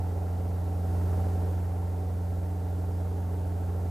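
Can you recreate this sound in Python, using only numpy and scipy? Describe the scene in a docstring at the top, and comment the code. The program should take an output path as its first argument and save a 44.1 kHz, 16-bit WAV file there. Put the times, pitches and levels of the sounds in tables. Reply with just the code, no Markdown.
"""Inside the cabin of a small hovering helicopter, heard by a camera in a closed housing. A four-cylinder piston
engine drones as a harmonic series on its cycle; main rotor, drive shaft and tail rotor, geared to it, add series
of their own. Downwash and exhaust roar as noise coloured by the cabin, and the microphone hisses.
The whole sound swells for a moment near one second."""
import sys
import numpy as np
from scipy import signal
from scipy.fft import rfft, irfft, next_fast_len
from scipy.io import wavfile
from scipy.ndimage import uniform_filter1d, map_coordinates

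SR = 44100
rng = np.random.default_rng(int(sys.argv[2]) if len(sys.argv) > 2 else 0)


def to_wav(s):
    """Save 16-bit WAV."""
    ch = np.atleast_2d(s).T  # columns
    pcm = np.round(np.clip(ch, -1, 1) * 32767)  # PCM
    wavfile.write(sys.argv[1], SR, pcm.astype(np.int16))


N = 171990  # samples

# Gearing: main blade passes, shaft turns and tail blade passes per engine cycle
MAIN_RATIO, SHAFT_RATIO, TAIL_RATIO = .795, 1.6925, 5.081


def amp(db):
    """Decibel law: level [dB] to amplitude ratio."""
    return 10 ** (np.asarray(db) / 20)


def unit(x):
    """Normalisation to an rms value of 1."""
    return x / np.sqrt(np.mean(x ** 2) + 1e-20)


def along(points, hz):
    """Spectral interpolation: the value columns of a table, linear over log frequency."""
    point_hz, *columns = np.transpose(points)
    return np.array([np.interp(np.log(hz + 1), np.log(point_hz + 1), column) for column in columns])


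def curve(rows):
    """Linear interpolation in time of (time [s], value) rows, one value per sample."""
    return np.interp(np.arange(N) / SR, *np.transpose(rows))


def wobble(rate):
    """Slow random modulation: normal random knots, rate of them a second, joined by straight lines."""
    knots = rng.standard_normal(int(N * rate / SR) + 4)
    return map_coordinates(knots, [np.arange(N) * rate / SR], order=1)


def filtered(x, response):
    """Linear filtering: the spectrum of x times a complex response of frequency."""
    size = next_fast_len(N + SR // 2)
    hz = np.fft.rfftfreq(size, 1 / SR)
    return irfft(rfft(x, size) * response(hz), size)[..., :N]


# Phase difference between the two microphone ports: (frequency [Hz], lead of left over right [rad])
PORT_LEAD = [(0, 0.087), (520, -0.14), (1030, 1.0), (1380, -0.088), (1720, 0.58), (2070, -0.31),
             (2500, -0.34), (3100, 0.0), (15000, -0.0)]


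def port_phases(hz):
    """Interaural-type phase difference: half the lead to the left port, half as lag to the right."""
    return .5 * along(PORT_LEAD, hz) * [[1], [-1]]


# Coherence of noise at the two ports: (frequency [Hz], left-right correlation [-1 to 1])
PORT_COHERENCE = [(20, .995), (45, .995), (90, .998), (200, 1), (380, 0.96), (690, 0.9), (1200, 0.39),
                  (2300, 0.84), (4100, 1), (5500, 0.86), (7200, 1), (7800, 1), (15000, 1)]


def port_mix(hz):
    """Mid-side coherence: gains cos and sin of half the angle whose cosine is the correlation."""
    half_angle = np.arccos(np.clip(along(PORT_COHERENCE, hz)[0], -1, 1)) / 2
    return np.array([np.cos(half_angle), np.sin(half_angle)])


def rush(spectrum, patchy_db):
    """Shaped random noise: stereo, rms 1, its gain varying in patches of time and frequency by patchy_db rms."""
    cells = signal.stft(rng.standard_normal((2, N)), nperseg=512)[2]
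    patches = uniform_filter1d(rng.standard_normal(cells.shape[1:]), size=4, axis=0)  # over frequency
    patches = uniform_filter1d(patches, size=10, axis=1)  # over time
    noise = signal.istft(cells * amp(patchy_db * unit(patches)), nperseg=512)[1][:, :N]
    mid, side = filtered(noise, port_mix)
    ports = np.array([mid + side, mid - side])
    return unit(filtered(ports, lambda hz: amp(along(spectrum, hz)) * np.exp(1j * port_phases(hz))))


def tones(angle, rows, start, waver_db, slip, spread=0):
    """Fourier synthesis on a turning angle; above the 8th multiple level waver and phase scatter grow.

    start [rad], slip [rad per multiple, rms at the knots], spread [rad per multiple squared]."""
    out = np.zeros((2, N))
    angle = angle + slip * wobble(3.08)
    mean_hz = angle[-1] / (2 * np.pi * N / SR)
    for k, left_db, right_db in rows:
        loose = np.clip(k / 8 - 1, 0, 1)  # 0 up to multiple 8, 1 from multiple 16
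        scatter = 2 * np.pi * loose * rng.random()
        phase = k * angle + start + spread * k * k + scatter
        peak = np.sqrt(2) * amp(waver_db * (.15 + loose) * wobble(8))
        out += amp([[left_db], [right_db]]) * peak * np.cos(phase + port_phases(k * mean_hz))
    return out


def overtones(levels):
    """Harmonic numbering: rows (multiple, left [dB], right [dB]) counted from one."""
    return [(k + 1, *row) for k, row in enumerate(levels)]


# Spectrum of the microphone's own noise: (frequency [Hz], relative spectral level [dB])
HISS_SPECTRUM = [(20, -17), (1000, 2), (8000, 0), (15300, -0.5)]


def hiss():
    """Self-noise: broadband random noise at -59 dB rms before the common swell."""
    return amp(-59) * rush(HISS_SPECTRUM, patchy_db=0.53)


# Roar as coloured by the cabin: (frequency [Hz], left relative level [dB], right relative level [dB])
CABIN_SPECTRUM = [(20, -12, -17), (40, -13, -27), (56.3, -6, -13), (73.4, -34.5, -31), (95, -10, -2.5),
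                  (124, -8, -16), (226, -7, -8), (280, -5.5, -3), (354, -15, -12), (402, -7.5, -1.5),
                  (462, -10, -6.5), (537, -17, -6), (620, -20, -4.5), (723, -17, -7.5), (768, -11.5, -4.5),
                  (790, -6.5, -11), (882, -15, -9), (1010, -18.5, -18.5), (1290, -26, -22),
                  (1315, -21.5, -18), (1450, -24.5, -24.5), (2070, -30, -29.5), (2180, -32.5, -35.5),
                  (3000, -45, -41.5), (4500, -65, -72)]
# Course of the roar before throb and common swell: (time [s], level [dB])
ROAR_LEVEL = [(0, -43), (.8, -44), (1.6, -43.5), (2.3, -44.5), (3, -44), (3.9, -43.5)]


def roar(cycle):
    """Resonance and amplitude modulation: downwash and exhaust noise, throbbing with blades and crank."""
    blade_beat = .16 * np.cos(MAIN_RATIO * cycle)
    crank_beat = .12 * np.cos(2 * cycle)  # two crank turns per engine cycle
    throb = 1 + blade_beat + crank_beat
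    return amp(curve(ROAR_LEVEL)) * throb * rush(CABIN_SPECTRUM, patchy_db=1.1)


# Harmonics of the main blade passage, one row each from the first: (left level [dB], right level [dB])
MAIN_HARMONICS = [(-67, -66), (-75, -62), (-72, -57), (-57, -53), (-81, -70), (-67, -57)]


def main_rotor(cycle):
    """Blade-passage tone: a harmonic series, its phase unsettled by the rotor's own wake."""
    return tones(MAIN_RATIO * cycle, overtones(MAIN_HARMONICS), 0, waver_db=5, slip=.3)


# Harmonics of the shaft rotation, one row each from the first: (left level [dB], right level [dB])
SHAFT_HARMONICS = [(-67, -76), (-56.5, -54)]


def drive_shaft(cycle):
    """Rotational tone: a geared shaft sounds at its turning rate and twice that rate."""
    return tones(SHAFT_RATIO * cycle, overtones(SHAFT_HARMONICS), 0, waver_db=6, slip=.2)


# Harmonics of the tail blade passage, one row each from the first: (left level [dB], right level [dB])
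TAIL_HARMONICS = [(-54, -53), (-71, -66), (-65, -62), (-85, -63), (-72, -64), (-85, -80), (-85, -80),
                  (-68, -66)]


def tail_rotor(cycle):
    """Blade-passage tone: the faster geared rotor gives a higher, steadier harmonic series."""
    return tones(TAIL_RATIO * cycle, overtones(TAIL_HARMONICS), 3.0, waver_db=2, slip=.08)


# Engine orders: (multiple of the engine cycle, left level [dB], right level [dB])
ENGINE_ORDERS = [(1, -72, -70), (2, -60, -58), (3, -46, -45), (4, -30, -29), (5, -54, -53), (6, -67, -64),
                 (8, -45, -43), (9, -70, -70), (10, -68, -62), (11, -64, -62), (12, -59, -57),
                 (13, -54, -51), (14, -60, -56), (15, -72, -69), (16, -70, -65), (17, -70, -65),
                 (18, -59, -55), (19, -59, -59), (20, -59, -56), (21, -63, -62), (22, -65, -59),
                 (23, -70, -62), (25, -68, -60), (26, -76, -66), (27, -71, -58), (28, -76, -56),
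                 (29, -78, -61), (31, -66, -62), (32, -68, -63), (33, -67, -61), (34, -56, -59),
                 (35, -65, -58), (36, -67, -65), (37, -80, -68), (38, -65, -89), (39, -70, -70),
                 (40, -66, -66), (41, -68, -70), (42, -75, -69), (43, -72, -74), (44, -84, -77),
                 (45, -76, -75), (46, -82, -80), (47, -77, -73), (48, -77, -86), (49, -74, -73),
                 (50, -75, -77), (51, -80, -92), (52, -79, -82), (54, -80, -81), (57, -92, -78),
                 (59, -81, -92), (60, -76, -75), (61, -73, -71), (62, -89, -83), (63, -79, -77),
                 (64, -87, -80), (65, -85, -81), (66, -79, -79), (68, -80, -80), (70, -82, -82),
                 (72, -82, -81), (74, -82, -92)]


def engine(cycle):
    """Periodic excitation: four firings a cycle, unequal by cylinder, so other multiples than the 4th sound too."""
    # spread stands for dispersion in the exhaust pipe
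    return tones(cycle, ENGINE_ORDERS, start=5.45, waver_db=2, slip=.008, spread=1.9)


# Engine speed: (time [s], rate [engine cycles per second])
ENGINE_SPEED = [(0.45, 22.098), (0.95, 22.101), (1.45, 22.143), (1.95, 22.184), (2.45, 22.188),
                (2.95, 22.178), (3.45, 22.174)]


def engine_cycle():
    """Phase as the integral of frequency: the engine's angle [rad], 2 pi per cycle."""
    return 2 * np.pi * np.cumsum(curve(ENGINE_SPEED)) / SR


# Common swell, of which only the departure from its mean acts: (time [s], level [dB])
SWELL = [(0, -62), (.6, -62), (.8, -61.5), (.98, -59.5), (1.2, -59.2), (1.5, -60.3), (1.72, -62.5),
         (2.5, -62.5), (3.9, -62.2)]


def scene():
    """Superposition: all sources add and share one swelling level."""
    cycle = engine_cycle()
    swell_db = curve(SWELL)
    background = hiss() + roar(cycle)
    rotors = main_rotor(cycle) + drive_shaft(cycle) + tail_rotor(cycle)
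    return amp(swell_db - swell_db.mean()) * (background + rotors + engine(cycle))


def record(dry):
    """Band limitation: the camera keeps nothing from 15330 Hz up."""
    return filtered(dry, lambda hz: hz < 15330)


dry = scene()
out = record(dry)
to_wav(out)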